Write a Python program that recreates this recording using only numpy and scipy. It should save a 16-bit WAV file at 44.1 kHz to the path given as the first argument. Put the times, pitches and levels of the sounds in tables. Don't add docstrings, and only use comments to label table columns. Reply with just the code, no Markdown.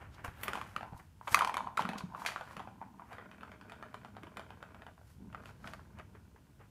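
import sys
import numpy as np
from scipy import signal
from scipy.fft import rfft, irfft, next_fast_len
from scipy.io import wavfile
from scipy.ndimage import map_coordinates

SR = 44100
rng = np.random.default_rng(int(sys.argv[2]) if len(sys.argv) > 2 else 0)


def dump(signal):
    limited = np.clip(np.atleast_2d(signal).T, -1, 1)
    pcm = np.round(limited * 32767).astype(np.int16)
    wavfile.write(sys.argv[1], SR, pcm)


N = 295452
BLOW_T_S = np.arange(int(.06 * SR)) / SR

# mode_hz, level_db, t60_s
TRACK_MODES = [(452, -13.5, 0.046), (636, -5.5, 0.039), (823, 4, 0.0092), (1080, -0.5, 0.012),
               (1381, -0.5, 0.022), (1548, 3, 0.013), (1813, -11, 0.02), (1978, 2, 0.0084),
               (2350, -6, 0.035), (2540, -1.5, 0.015), (2920, -0.5, 0.0052), (3075, 1.5, 0.0086),
               (3580, -6, 0.009), (4410, -12.5, 0.014), (4730, -12.5, 0.008)]


def amp(db):
    return 10 ** (np.asarray(db) / 20)


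def unit(x):
    return x / np.sqrt(np.mean(x ** 2) + 1e-20)


def unit_onset(x):
    onset = x[:int(.006 * SR)]
    return x / np.sqrt(np.mean(onset ** 2) + 1e-20)


def along(points, hz):
    point_hz, values = np.transpose(points)
    return np.interp(np.log(hz + 1), np.log(point_hz + 1), values)


def coloured(x, spectrum):
    m = next_fast_len(len(x) + 2048)
    hz = np.fft.rfftfreq(m, 1 / SR)
    lowest_hz, highest_hz = spectrum[0][0], spectrum[-1][0]
    beyond = np.maximum(1, np.maximum(hz / highest_hz, lowest_hz / (hz + 1)))
    gain = amp(along(spectrum, hz)) / beyond ** 2
    return unit(irfft(rfft(x, m) * gain, m)[:len(x)])


def grains(rate_per_s, spread_db, smooth):
    taps = (rng.random(N) < rate_per_s / SR) * rng.choice([-1, 1], N)
    taps = taps * amp(spread_db * np.clip(rng.standard_normal(N), -2, 2))
    return unit(unit(taps) + smooth * rng.standard_normal(N))


def wobble(knots_per_s):
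    knots = rng.standard_normal(int(N * knots_per_s / SR) + 4)
    return map_coordinates(knots, [np.arange(N) * knots_per_s / SR])


def mode(hz, t60_s, attack_s):
    decay = amp(-60 * BLOW_T_S / t60_s)
    return np.sin(2 * np.pi * hz * BLOW_T_S) * decay * (1 - np.exp(-BLOW_T_S / attack_s))


def add(track, start_s, sound):
    room_left = track[max(0, round(start_s * SR)):][:len(sound)]
    room_left += sound[:len(room_left)]


def in_room(sound, wet_db, early_db):
    # band_hz, t60_s
    room_decay = [(200, 0.28), (1000, 0.22), (3000, 0.35), (7000, 0.38), (14000, 0.26)]
    hz, t, z = signal.stft(rng.standard_normal(int(.4 * SR)), SR, nperseg=256)
    decay = amp(-60 * t / along(room_decay, hz)[:, None])
    tail = signal.istft(z * decay, SR, nperseg=256)[1]
    tail *= 1 - np.exp(-np.arange(len(tail)) / SR / 0.00067)
    answer = amp(wet_db) * tail / np.linalg.norm(tail)
    delays = (rng.uniform(.003, 0.012, size=6) * SR).astype(int)
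    answer[delays] += amp(early_db) * rng.uniform(-1.0, 1, size=6)
    answer[0] += 1
    return signal.fftconvolve(sound, answer)


def clatter():
    # start_s, level_db, shell_hz, hardness (0 dull bump, 1 sharp edge)
    hits = [(.434, -48, 1580, 0.86), (.481, -38.5, 1210, 0.74), (0.533, -37.5, 1440, 0.62),
            (.554, -38.5, 1040, .55), (.574, -43, 830, 0.54), (0.614, -40.5, 1085, .52),
            (.763, -31.5, 1280, 0.53), (.809, -43.5, 770, .35), (.83, -40, 780, 0.36),
            (.85, -49.5, 756, .02), (.933, -48.5, 820, 0), (1.212, -47.5, 960, 0), (1.274, -39, 1130, 0.36),
            (1.278, -40.5, 930, 0.64), (1.282, -38.5, 979, 0.36), (1.345, -19, 1144, 0.74),
            (1.372, -30.5, 1470, .35), (1.391, -43.5, 1330, .95), (1.409, -23, 1230, 0.19),
            (1.419, -28, 1000, 0.45), (1.422, -30, 1020, 0.36), (1.447, -31.5, 1080, .62),
            (1.474, -33, 910, 0.52), (1.495, -34.5, 970, 0.51), (1.542, -38, 1100, .65),
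            (1.569, -31.5, 1015, 0.55), (1.579, -35, 1000, 0.45), (1.606, -34, 980, 0),
            (1.672, -35, 1010, 0.083), (1.773, -44, 1160, 0.86), (1.776, -28, 1330, 0.23),
            (1.793, -25.5, 970, 0.24), (1.821, -40.5, 830, 0.64), (1.852, -34.5, 1200, .42),
            (1.89, -36, 815, 0.55), (1.9, -45, 740, 0.37), (1.933, -40, 850, 0.43),
            (1.959, -42.5, 1060, 0.2), (2.007, -41, 1020, 0.34), (2.148, -38, 1055, 0.12),
            (2.219, -41, 1030, 0.036), (2.25, -40.5, 980, 0.47), (2.262, -40.5, 1730, 0.86),
            (2.287, -42, 1230, 0.59), (2.602, -45.5, 860, 0.32), (2.674, -46, 800, 0.18),
            (2.815, -43.5, 920, 0), (2.825, -46, 881, 0), (2.996, -49, 1057, 0.026), (3.02, -50.5, 950, 0),
            (3.122, -51, 740, 0.12)]
    # start_s, knock_db, shell_hz, hardness (0-1)
    ticks = [(0.279, -47, 800, 0.51), (2.32, -48, 1920, 0.6), (2.361, -38.5, 1180, 0.45),
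             (2.41, -42.5, 882, 0.47), (2.475, -54, 990, 0.43), (2.51, -54, 1030, 0.44),
             (2.567, -46, 1150, 0.65), (2.595, -45.5, 1200, 0.47), (3.129, -54, 1280, 0.62),
             (3.183, -48.5, 1820, 0.37), (3.212, -56, 1910, .1), (3.314, -56.5, 990, 0.62),
             (3.409, -60, 1160, 0.65), (3.432, -50.5, 1310, 0.49), (3.517, -52, 1450, 0.55),
             (3.612, -56, 970, 0.58), (3.697, -55.5, 1240, 0.64), (3.72, -49.5, 1330, 0.63),
             (3.826, -45, 1370, 0.44), (3.943, -47, 1010, 0.54), (4.048, -52.5, 840, 0.51),
             (4.167, -50.5, 780, 0.48), (4.233, -55.5, 1120, 0.68), (4.27, -57.5, 1050, 0.52),
             (4.37, -45.5, 1130, 0.67), (4.395, -45, 1120, 0.53), (4.505, -52, 890, 0.53),
             (4.627, -48, 1420, 0.51), (4.746, -51.5, 1340, 0.48), (4.82, -53, 710, .55),
             (4.866, -52.5, 910, 0.54), (4.885, -57, 810, 0.06), (4.979, -61.5, 1030, 0),
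             (5.014, -63, 710, 0), (5.328, -55.5, 1390, 0.52), (5.347, -44.5, 1240, 0.45),
             (5.436, -56.5, 1220, .15), (5.457, -56, 1410, 0.69), (5.491, -53, 1470, 0.42),
             (5.643, -47.5, 1260, 0.38), (5.674, -47, 1560, 0.64), (5.735, -49.5, 1220, 0.66),
             (5.794, -55.5, 1070, 0), (5.987, -52.5, 666, 0.55), (5.998, -51, 1290, 0.47),
             (6.151, -62.5, 1090, 0.35), (6.361, -65.5, 920, .15), (6.612, -69, 1100, 0)]
    knock_base_db, knock_growth, knock_rise_db, knock_max_db = -33, 0.52, 15, -34.5
    clack_base_db, clack_growth, clack_rise_db = -39, 0.65, 31.5
    edge_base_db, edge_rise_db = -40, 52
    tick_shell_db, tick_clack_db = -0.5, -2.4

    def clack(db, hardness):
        return clack_base_db + clack_growth * db + clack_rise_db * hardness

    def edge(db, hardness):
        return db + edge_base_db + edge_rise_db * hardness

    out = np.zeros(N)
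    for start_s, db, shell_hz, hardness in hits:
        knock_db = min(knock_base_db + knock_growth * db + knock_rise_db * hardness, knock_max_db)
        add(out, start_s, contact(start_s, hardness, shell_hz, db, knock_db,
                                  clack(db, hardness), edge(db, hardness)))
    for start_s, db, shell_hz, hardness in ticks:
        add(out, start_s, contact(start_s, hardness, shell_hz, db + tick_shell_db, db,
                                  tick_clack_db + clack(db, hardness), edge(db, hardness)))
    return out


def contact(start_s, hardness, shell_hz, shell_db, knock_db, clack_db, edge_db):
    # time_s, room_db
    wetness = [(.5, -8), (1.35, -10), (1.8, -5), (2.3, -4), (3.6, -3), (4.8, -7), (6, -9.5)]
    split_hz = 1930
    hardness_tilt_db = 15 * (hardness - 0.49)
    strength_tilt_db = 0.15 * max(shell_db + 40.5, 0)
    tilt_db = hardness_tilt_db + strength_tilt_db
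    segments = [row for row in TRACK_MODES if row[0] < split_hz]
    rails = [(hz, db + tilt_db * np.log2(hz / split_hz), t60_s)
             for hz, db, t60_s in TRACK_MODES if hz >= split_hz]

    shell = amp(shell_db) * unit_onset(mode(shell_hz, t60_s=0.0096, attack_s=0.0022))
    knock = amp(knock_db) * struck(segments, detune=.035)
    clack = amp(clack_db) * struck(rails, detune=.03)
    blow = shell + (knock + clack) + amp(edge_db) * edge_tick()
    for hop_s in rng.uniform(.005, .02, size=2):
        hop_knock = amp(min(knock_db - 8, -52)) * struck(segments, detune=0.075)
        hop_clack = amp(min(clack_db - 16.5, -61)) * struck(rails, detune=0.029)
        add(blow, hop_s, hop_knock + hop_clack)
    wet_db = np.interp(start_s, *np.transpose(wetness))
    return in_room(blow, wet_db=wet_db, early_db=-15.5)


def struck(modes, detune):
    total = 0
    for hz, db, t60_s in modes:
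        gain = rng.choice([-1, 1]) * amp(db + 2 * rng.standard_normal())
        shifted_hz = hz * (1 + detune * rng.standard_normal())
        total = total + gain * mode(shifted_hz, t60_s, attack_s=0.0002)
    return unit_onset(total)


def edge_tick():
    # band_hz, level_db
    tick_spectrum = [(2000, 14), (3300, -1), (5200, -2.5), (6400, -2.5), (7400, -2), (8300, -7.5),
                     (9300, -3), (11400, -7.5), (12500, -9.5), (15000, -20)]
    snap = amp(-60 * BLOW_T_S / 0.015) * (1 - np.exp(-BLOW_T_S / .0004))
    spike = 1.7 * signal.unit_impulse(len(BLOW_T_S), 22)
    spray = snap * rng.standard_normal(len(BLOW_T_S))
    return unit_onset(coloured(spike + spray, tick_spectrum))


def rolling():
    # band_hz, level_db
    hum_spectrum = [(450, -31), (700, -5.5), (850, -0.5), (1000, 2), (1180, -13), (1500, -18.5),
                    (2200, -30.5)]
    # band_hz, level_db
    rumble_spectrum = [(70, -13), (130, -13.5), (190, 7), (245, 3.5), (320, -4), (430, -12), (700, -37)]
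    hum_gain, rattle_gain, rumble_gain = run_gains()
    sway_db, sway_per_s = 1, 22
    sway = amp(sway_db * wobble(sway_per_s))
    hum = hum_gain * sway * coloured(grains(rate_per_s=160, spread_db=4.0, smooth=0.25), hum_spectrum)
    rattle = rattle_gain * track_rattle(spot_count=6)
    bumps = grains(rate_per_s=110, spread_db=2.5, smooth=0.93)
    rumble = rumble_gain * coloured(bumps, rumble_spectrum)
    return in_room(hum + rattle, wet_db=-7, early_db=-20)[:N] + rumble


def run_gains():
    # start_s, end_s, hum_db, rattle_db, rumble_db, slowing_db_per_s
    runs = [(0.482, .62, -81, -81, -55.5, 21), (0.82, .93, -57, -65.5, -59.5, 38),
            (1.365, 1.67, -42.5, -57.5, -55, 14), (1.832, 2.055, -55, -55, -49.5, 27),
            (2.162, 2.474, -50, -67, -57, 49), (2.547, 3.087, -64.5, -77.5, -58.5, 5),
            (3.137, 4.893, -72.5, -60.5, -60, 2), (5.211, 5.302, -72.5, -74.5, -58.5, 10),
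            (5.353, 5.473, -68.5, -57.5, -61, 26), (5.638, 6.696, -72.5, -68.5, -60, 10.5)]
    push_s, stall_s = 0.099, 0.175
    t = np.arange(N) / SR
    gains = np.zeros((3, N))
    for start_s, end_s, hum_db, rattle_db, rumble_db, slowing_db_per_s in runs:
        swell_db = -20 * np.maximum(start_s - t, 0) / push_s
        slowing_db = -slowing_db_per_s * np.maximum(t - start_s, 0)
        stall_db = -20 * np.maximum(t - end_s, 0) / stall_s
        motion = amp(swell_db + slowing_db + stall_db)
        gains = np.maximum(gains, np.outer(amp([hum_db, rattle_db, rumble_db]), motion))
    return gains


def track_rattle(spot_count):
    # band_hz, level_db
    rattle_spectrum = [(250, -1.5), (430, 8.5), (620, 2.5), (900, 1), (1500, 0.5), (1900, -3), (2550, -7.5),
                       (3300, -16), (8000, -2.5)]
    total = np.zeros(N)
    for _ in range(spot_count):
        bumps = grains(rate_per_s=20, spread_db=3, smooth=0.3)
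        total += signal.fftconvolve(bumps, struck(TRACK_MODES, detune=0.044))[:N]
    return coloured(total, rattle_spectrum)


def rubbing():
    # peak_s, rise_s, fall_s, scrape_db, brush_db, brush_tilt_db_per_octave
    swells = [(0.016, 0.025, 0.098, -51, -76, 1), (.147, 0.046, 0.037, -66, -66, -3),
              (0.196, .04, .04, -52.5, -82, 1), (.247, 0.0072, 0.04, -40, -53.5, 8),
              (.425, 0.086, 0.034, -90, -62, 16), (0.434, 0.0047, 0.019, -59, -39.5, 20.5),
              (.49, 0.19, 0.093, -47, -58.5, -14), (.555, 0.051, 0.15, -47.5, -61, 1.5),
              (.68, 0.078, 0.56, -62.5, -74, 6), (0.979, 0.023, .06, -75, -67.5, 5.5),
              (.997, 0.0054, .023, -54, -90, 3), (1.33, 0.058, 0.046, -43.5, -45.5, 5.5),
              (1.81, 0.031, 0.022, -38.5, -49.5, -3), (1.982, 0.0063, 0.029, -48, -47, -2.5),
              (2.2, 0.065, 0.27, -56.5, -62, 4.5), (2.266, 0.0053, 0.031, -62, -37, -4),
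              (2.34, 0.26, 0.54, -60, -75, -4.5), (2.521, .075, 0.081, -59.5, -70, 5.5),
              (3.131, 0.098, 0.062, -54.5, -72.5, 8), (5.107, 0.14, 0.1, -69.5, -71.5, 6),
              (5.48, 0.092, 0.064, -62, -67, 1), (5.68, 0.097, 0.15, -54, -63.5, 0.5),
              (5.996, 0.055, 0.038, -53.5, -85, -2.5), (6.155, .02, 0.064, -63.5, -83.5, -6.5),
              (6.361, 0.012, 0.056, -66, -91.5, -3), (6.608, .023, 0.072, -59, -97.5, 6)]
    # band_hz, level_db
    scrape_spectrum = [(250, -6.5), (450, -3.5), (620, -2), (880, 2), (1150, -0.5), (1500, 2), (2100, -6),
                       (3000, -13), (4300, -39.5), (8000, -34)]
    # band_hz, level_db
    brush_spectrum = [(1500, -14.5), (3000, 1), (4500, 1), (6500, -3), (8300, -6), (9500, -7.5),
                      (12000, -8), (15000, -18)]
    out = np.zeros(N)
    slips = coloured(grains(rate_per_s=560, spread_db=2.5, smooth=0.78), scrape_spectrum)
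    brush = grains(rate_per_s=510, spread_db=4.5, smooth=1)
    for peak_s, rise_s, fall_s, scrape_db, brush_db, tilt_db in swells:
        first = max(0, int((peak_s - 2 * rise_s) * SR))
        last = min(N, int((peak_s + 2 * fall_s) * SR))
        span = np.arange(first, last)
        t = span / SR
        swell = amp(-20 * np.maximum((peak_s - t) / rise_s, (t - peak_s) / fall_s))
        tilted = [(hz, db + tilt_db * np.log2(hz)) for hz, db in brush_spectrum]
        hiss = coloured(brush[span], tilted)
        out[span] += swell * (amp(scrape_db) * slips[span] + amp(brush_db) * hiss)
    return in_room(out, wet_db=-9, early_db=-24)[:N]


def thuds():
    # start_s, peak_db, pitch_hz (peak before the room is added); the ball from 6.148 s on
    knocks = [(.283, -38, 97), (0.484, -39, 385), (0.766, -44, 171), (0.925, -40.5, 151), (.946, -43, 75),
              (1.319, -38, 106), (1.807, -38, 196), (1.85, -34, 210), (1.892, -35, 210), (1.955, -38, 210),
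              (2.037, -33, 177), (2.139, -46.5, 181), (2.572, -46, 168), (2.675, -48, 133),
              (4.236, -44.5, 300), (4.275, -50.5, 330), (5.219, -47.5, 177), (5.276, -45, 169),
              (5.654, -41, 185), (5.95, -48.5, 209), (6.148, -55.5, 416), (6.346, -55, 412),
              (6.601, -55.5, 440)]
    out = np.zeros(N)
    for start_s, peak_db, pitch_hz in knocks:
        thud = mode(pitch_hz, t60_s=.024, attack_s=.012)
        thud = amp(peak_db) * thud / np.abs(thud).max()
        add(out, start_s, in_room(thud, wet_db=-7.5, early_db=-20.5))
    return out


def background():
    # band_hz, level_db
    hiss_spectrum = [(59, -34), (100, 1), (156, -7), (188, -18.5), (362, -29), (2470, -34.5), (2690, -32),
                     (3850, -36.5), (5400, -36.5), (11300, -39.5), (15500, -42)]
    # band_hz, level_db
    floor_spectrum = [(25, -36.5), (42, -11), (65, 1.5), (90, 1), (130, -6.5), (200, -11.5), (320, -18)]
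    # time_s, level_db
    floor_levels = [(0, -57), (.25, -54.5), (.45, -57.5), (.85, -57), (1.1, -62), (2.4, -66), (4.9, -61.5),
                    (5.3, -57), (5.9, -55.5), (6.3, -63)]
    hiss = amp(-64.5) * coloured(rng.standard_normal(N), hiss_spectrum)
    floor_db = np.interp(np.arange(N) / SR, *np.transpose(floor_levels))
    return hiss + amp(floor_db) * coloured(rng.standard_normal(N), floor_spectrum)


def scene():
    return (clatter() + thuds() + rolling() + rubbing() + background())[None]


def record(dry):
    top_hz = 15600
    m = next_fast_len(N + SR // 2)
    kept = np.fft.rfftfreq(m, 1 / SR) < top_hz
    return irfft(rfft(dry, m) * kept, m)[..., :N]


dry = scene()
out = record(dry)
dump(out)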